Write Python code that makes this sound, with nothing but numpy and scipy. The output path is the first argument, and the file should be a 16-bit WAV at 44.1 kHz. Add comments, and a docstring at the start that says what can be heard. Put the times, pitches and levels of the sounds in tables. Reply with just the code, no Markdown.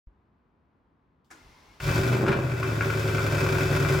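"""A cross-plane V8 sports car starts cold in a garage, heard a few metres behind its tailpipes.
The starter clacks in and whirrs for half a second; the engine catches, flares (revs up) and settles
to a lumpy fast idle. Uneven firings boom in the exhaust, rushing gas rasps and hisses,
and late-burning fuel pops in the pipes. The room echoes and rumbles faintly."""
import sys
import numpy as np
from scipy import signal
from scipy.fft import rfft, irfft
from scipy.io import wavfile
from scipy.ndimage import uniform_filter1d

SR = 44100
rng = np.random.default_rng(int(sys.argv[2]) if len(sys.argv) > 2 else 0)


def dump_mix(stems):
    """Bounce the given channels to the path in sys.argv[1] as a 16-bit WAV at rate SR."""
    frames = np.atleast_2d(stems).T  # one column per channel
    limited = np.clip(frames, -1, 1)  # hard clip at full scale
    pcm = np.round(limited * 32767).astype(np.int16)
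    wavfile.write(sys.argv[1], SR, pcm)


N = 176400
STARTER_S, CATCH_S, FLARE_END_S = 1.304, 1.8, 2.5

# Bright noise of the gas and the relay. Each row: frequency in Hz, relative level in dB.
HISS_SHAPE = [(1500, -22), (2900, 5), (3600, 7.5), (3950, 1.5), (5100, 5.5), (5600, 1), (7400, -1),
              (9500, -8.5), (15500, -6.5)]


def engine():
    """Firings ring the exhaust pipes; each lets out a puff of rasping, hissing gas."""
    # Crankshaft speed. Each row: time in seconds, turns per minute.
    crank_speed = [(1.8, 1066.0), (1.9, 1312.0), (2.0, 1370.0), (2.1, 1474.0), (2.2, 1468.0), (2.3, 1635.0),
                   (2.45, 1539.0), (2.6, 1408.0), (2.7, 1331.0), (2.9, 1299.0), (3.3, 1275.0),
                   (3.65, 1258.0), (4.0, 1179.0)]
    # The cylinders in firing order. Each row: relative strength in dB, shift in arrival time in ms.
    cylinders = [(5.9, 0.6), (0.5, 0.3), (0.2, 2.0), (-2.8, 0.4), (5.7, 1.1), (3.3, 3.9), (4.8, -3.8),
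                 (2.4, 1.0)]
    # Tone of the pipes and garage, the broad roar and the swirling gas.
    # Each row: frequency in Hz, relative level in dB.
    pipe_shape = [(20, -51), (43, -10), (53, -28), (68, -1.5), (85, -0.5), (107, 4), (146, 11), (185, -11),
                  (240, -19.5), (290, -8), (320, -25), (382, 7), (430, -18.5), (472, -7), (525, -26),
                  (568, -2), (640, -27.5), (675, -13.5), (760, -30), (1200, -25.5), (5000, -111.5)]
    roar_shape = [(25, -36), (44, 17), (56, -5), (130, -26.5), (180, 16.5), (235, 2.5), (290, 8), (370, 4),
                  (430, -6), (480, -1.5), (530, -4.5), (570, -0.5), (690, -5), (900, -10), (1500, -14),
                  (8000, -89)]
    rasp_shape = [(150, -31), (280, 8.5), (380, 0), (480, -7.5), (570, 10.5), (700, -3.5), (1050, 3),
                  (1250, -0.5), (1430, 9.5), (1560, 7), (1700, -2.5), (2050, 0.5), (2220, -4.5),
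                  (2370, 7.5), (2470, -8.5), (2590, 7), (2850, -28), (3500, -54), (6000, -55)]
    # The exhaust's mix. Each row: time in seconds, then boom, bark, roar, rasp and hiss in dB.
    exhaust_levels = [(1.8, -64, -55, -62, -58, -52.5), (1.835, -32, -46, -66, -39.5, -42),
                      (1.888, -24.5, -41.5, -32, -32, -39.5), (1.98, -25, -40, -36, -35.5, -41),
                      (2.14, -35, -37.5, -33, -35, -43.5), (2.25, -32, -34.5, -29.5, -39.5, -48.5),
                      (2.36, -34, -34.5, -32.5, -39.5, -51), (2.55, -32, -44.5, -42.5, -38.5, -49),
                      (2.7, -31.5, -38.5, -38, -37, -45), (3.1, -30, -33.5, -41, -35.5, -42.5),
                      (3.45, -27.5, -31, -39, -33, -41), (4.0, -25, -33, -37, -32.5, -40)]
    t = clock()
    running = t >= CATCH_S
    rpm = np.interp(t, *np.array(crank_speed).T)
    count = len(cylinders)
    firings = np.cumsum(rpm * running) * count / 120 / SR  # each cylinder fires once in two turns
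    index = np.arange(int(firings[-1]) + 1)
    strength_db, shift_ms = np.array(cylinders)[index % count].T
    time_jitter, size_jitter, puff_jitter = rng.standard_normal((len(index), 3)).T
    when = np.interp(index, firings[running], t[running]) + (shift_ms + 0.18 * time_jitter) / 1000
    scatter_db = np.where(when < FLARE_END_S, 3.5, 1.6)  # fuel burns raggedly until the speed settles
    size = undb(strength_db + scatter_db * np.tanh(size_jitter))
    # Faster running means hotter gas, which raises the pipes' pitch: their clock runs faster.
    heat = 1 + 0.082 * (rpm / np.median(rpm[running]) - 1)
    pipe_clock = np.cumsum(running * heat)
    pulses = np.bincount(np.interp(when, t, pipe_clock).astype(int), size, N)[:N]
    pipe, roar = (np.interp(pipe_clock, np.arange(N), colour(pulses, shape)) * running
                  for shape in (pipe_shape, roar_shape))
    boom = signal.sosfiltfilt(signal.butter(4, 215, fs=SR, output="sos"), pipe)
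    bark = pipe - boom
    puff = np.exp(-(firings % 1)) * undb(3.57 * puff_jitter)[firings.astype(int)]
    rasp = air(rasp_shape, (puff + 0.88) * running)  # puffs on top of a steady flow
    hiss = air(HISS_SHAPE, (puff + 1.2) * running)
    times, *levels = np.array(exhaust_levels).T
    boom_gain, bark_gain, roar_gain, rasp_gain, hiss_gain = (
        undb(np.interp(t, times, db)) * np.sqrt(running.mean()) for db in levels)
    midrange = unit(bark) * bark_gain + unit(roar) * roar_gain
    bass = unit(boom) * boom_gain + drone(boom, firings / count) * running
    return bass + midrange + undb(-3) * room(midrange) + rasp * rasp_gain + hiss * hiss_gain


def drone(boom, cycles):
    """The exhaust hums a clean tone that follows the engine's speed and hardens during the flare."""
    # The hum's strength. Each row: time in seconds, level in dB.
    drone_levels = [(1.9, -48), (2.02, -44), (2.11, -23.5), (2.22, -35.5), (2.33, -48), (2.46, -32),
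                    (2.6, -36.5), (2.75, -33), (3.3, -32.5), (4.0, -40)]
    t = clock()
    wave = np.exp(2j * np.pi * 10 * cycles)  # ten waves per engine cycle (two turns)
    boom_match = signal.fftconvolve(boom / wave, np.hanning(int(.3 * SR)), mode="same")
    tone = wave * np.exp(1j * np.angle(boom_match))  # keeps in step with the boom
    flare = uniform_filter1d(1. * (t < FLARE_END_S), size=8000)
    overtones = undb(-11) * flare * (tone ** 2 + tone ** 3)
    gain = undb(np.interp(t, *np.array(drone_levels).T))
    return np.sqrt(2) * gain * (tone + overtones).real


def shudder():
    """The first firings set off a deep ringing that swells and dies away."""
    pitch_hz, swell_s = 48.4, 0.057
    age = clock() - CATCH_S
    return undb(-27) * age / swell_s * fade(CATCH_S, swell_s) * np.sin(2 * np.pi * pitch_hz * age)


def afterfire():
    """Late-burning fuel pops: each quick swell of pressure rings the tailpipes and echoes."""
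    # The pops. Each row: start in seconds, relative level in dB.
    pop_events = [(1.802, -25), (1.89, -21), (1.967, -20), (2.137, -22), (2.264, -20), (2.281, -14),
                  (2.317, -18), (2.327, -18), (2.628, -16), (2.808, -12), (2.9, -14.5), (3.085, -21),
                  (3.146, -18.5), (3.181, -15.5), (3.348, -21), (3.415, -20), (3.463, -20), (3.554, -20),
                  (3.603, -21), (3.749, -19), (3.848, -16.5), (3.947, -21)]
    # Tailpipe tones. Each row: frequency in Hz, relative level in dB, seconds to fade by 60 dB.
    tailpipe_tones = [(1105, -10, 0.03), (1442, 0.5, 0.023), (1575, -16, 0.046), (2140, -13.5, 0.029),
                      (2343, -16.5, 0.056), (2593, -9, 0.017), (3570, -21, 0.0051)]
    rise_s, crack_s = 0.0011, 0.01
    t = clock()[:SR // 10]
    hz, db, ring_s = np.array(tailpipe_tones).T[:, :, None]
    swell = 1 - np.exp(-(t / rise_s) ** 2)
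    soften = signal.butter(2, 2090, fs=SR, output="sos")
    out = np.zeros(2 * N)
    for start, pop_db in pop_events:
        detune, scatter_db, phase = rng.standard_normal((3, len(hz), 1))
        tones = np.sin(2 * np.pi * (hz * (1 + 0.011 * detune) * t + phase))
        ring = undb(db + scatter_db - 60 * t / ring_s) * tones
        crack = signal.sosfilt(soften, rng.standard_normal(len(t))) * np.exp(-t / crack_s)
        crack_db = 0 if start < FLARE_END_S else -11  # pops crack harder during the flare
        at = int(start * SR)
        out[at:at + len(t)] += undb(pop_db - 1) * swell * (ring.sum(0) + undb(crack_db) * crack)
    pops = signal.sosfilt(signal.butter(2, 546, "high", fs=SR, output="sos"), out[:N])
    return pops + undb(-7.5) * room(pops)


def starter():
    """A small gear clacks in and rattles, then whirrs while the pistons chug, squeezing air."""
    # Noise of the gear striking and spinning. 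Each row: frequency in Hz, relative level in dB.
    clack_shape = [(100, -27), (220, -9), (340, -3), (500, -12), (780, -4), (1200, -5), (1430, 8.5),
                   (1560, -1), (1700, 5), (1900, -4), (2150, -2), (3100, -16), (7000, -9), (15000, -29)]
    whirr_shape = [(59, -42), (100, -4.5), (400, -2.5), (520, -7.5), (880, -3.5), (1500, -9), (2200, -10),
                   (3000, -12), (5500, -14), (8000, -26), (15000, -31.5)]
    # Gear whine. Each row: frequency in Hz and level in dB, around which the tone wavers.
    whine_tones = [(900, -73), (1020, -68.5), (2150, -66.5)]
    # Piston squeezes. Each row: peak time in seconds, level in dB, half length in seconds.
    piston_strokes = [(1.481, -57, 0.06), (1.735, -64.5, 0.182)]
    t = clock()
    turning = uniform_filter1d(1. * (t > STARTER_S) * (t < CATCH_S + .05), size=400)
    strike = undb(-48) * fade(STARTER_S + 0.0062, decay_s=0.014)
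    rattle = undb(-56) * fade(STARTER_S, decay_s=0.088)
    clack = air(clack_shape) * uniform_filter1d(strike + rattle, size=150)
    strokes = sum(undb(db) * np.exp(-((t - peak) / half) ** 2) for peak, db, half in piston_strokes)
    speed = 1 + 0.022 * wander(1500) - .06 * strokes / strokes.max()  # each squeeze slows the starter
    angle = 2 * np.pi * np.cumsum(speed) / SR
    whine = sum(undb(db) * wander(500) * np.sin(hz * angle) for hz, db in whine_tones)
    whirr = undb(-60) * air(whirr_shape) + whine
    chug = air([(20, -11), (46, 3.5), (90, -2), (160, -7), (400, -68)]) * strokes
    return clack + turning * (whirr + chug)


def clunk():
    """The starter's housing rings with a rough, falling tone as the gear goes in."""
    start_hz, fall_hz_per_s, swell_s = 373, 1100, 0.036
    age = np.clip(clock() - STARTER_S, 0, None)
    tone = np.sin(2 * np.pi * (start_hz - fall_hz_per_s * age / 2) * age)
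    roughness = 1 + .8 * wander(250)
    return undb(-49.5) * age / swell_s * fade(STARTER_S, swell_s) * tone * roughness


def relay():
    """The starter's electric switch ticks faintly just before the clack."""
    return undb(-77.5) * air(HISS_SHAPE) * fade(start_s=1.245, decay_s=0.071)


def room(x):
    """The garage's echo: a wash of reflections that dies away quickly."""
    echo_s = 0.32  # time to fade by 60 dB
    tail = air([(60, -8.5), (300, 2.0), (4000, 5.5), (15000, -20.0)]) * fade(0.0056, echo_s / np.log(1000))
    return signal.fftconvolve(x[None], tail / np.sqrt(np.sum(tail ** 2) / 2), axes=1)[:, :N]


def garage():
    """A soft low thump as the microphone switches on, then faint room rumble."""
    # The quiet room. Each row: frequency in Hz, relative level in dB.
    rumble_shape = [(15, -61), (25, -27), (68, -3), (98, -11), (230, -10), (600, -23.5), (1000, -21.5),
                    (4270, -48), (15600, -85)]
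    start_s, thump_hz = 0.071, 49
    t = clock()
    thump = undb(-38.5) * fade(start_s, decay_s=0.016) * np.sin(2 * np.pi * thump_hz * (t - start_s))
    return undb(-67) * air(rumble_shape) * (t > start_s) + thump


def air(shape, envelope=1):
    """Stereo noise, wider in the treble; shape sets its tone and envelope its rise and fall."""
    # Stereo width. Each row: frequency in Hz, level of the sides against the middle in dB.
    width = [(60, -43.5), (130, -9.5), (300, -13), (600, -4), (1400, -1.5), (5000, -7.5), (9000, 1),
             (14000, -1.5)]
    mid, side = colour(rng.standard_normal((2, N)) * envelope, shape)
    return (mid + colour(side, width) * np.array([[1], [-1]])) / np.std(mid)


def colour(x, shape):
    """Filter a sound with a table of (Hz, dB) rows."""
    cepstrum = irfft(np.log(undb(db_at(shape))))
    cepstrum[1:N] *= 2  # folded so that ringing comes only after a hit
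    cepstrum[N + 1:] = 0
    return irfft(rfft(x, 2 * N) * np.exp(rfft(cepstrum)))[..., :N]


def db_at(shape):
    """Fill in the level at every frequency between (Hz, dB) rows."""
    hz, db = np.array(shape, float).T
    return np.interp(np.log(np.arange(N + 1) * SR / (2 * N) + 1), np.log(hz), db)


def wander(samples):
    """A random wobble, smoothed over this many samples."""
    return unit(uniform_filter1d(rng.standard_normal(N), size=samples))


def fade(start_s, decay_s):
    """Jump to 1 at the start, then die away."""
    age = clock() - start_s
    return (age >= 0) * np.exp(-np.abs(age) / decay_s)


def undb(db):
    """Turn decibels into a gain."""
    return 10 ** (np.asarray(db) / 20)


def unit(x):
    """Scale to an average (rms) level of 1."""
    return x / np.sqrt(np.mean(x ** 2))


def clock():
    """Time of every sample in seconds."""
    return np.arange(N) / SR


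def scene():
    """Mix all sources; some pitches lean a little left, others right."""
    # Stereo balance. Each row: frequency in Hz, left minus right in dB.
    balance = [(100, 0.74), (200, 3), (300, -2), (500, -1.5), (1400, 3.5), (3000, 2.5), (9000, 0)]
    mix = engine() + shudder() + afterfire() + starter() + clunk() + relay() + garage()
    ear_gains = undb(np.array([[.5], [-.5]]) * db_at(balance))
    return irfft(rfft(mix, 2 * N) * ear_gains)[:, :N]


def record(dry):
    """Cut the very highest treble."""
    top_hz = 15850
    return signal.sosfilt(signal.ellip(8, .2, 70, top_hz, fs=SR, output="sos"), dry)


dry = scene()
out = record(dry)
dump_mix(out)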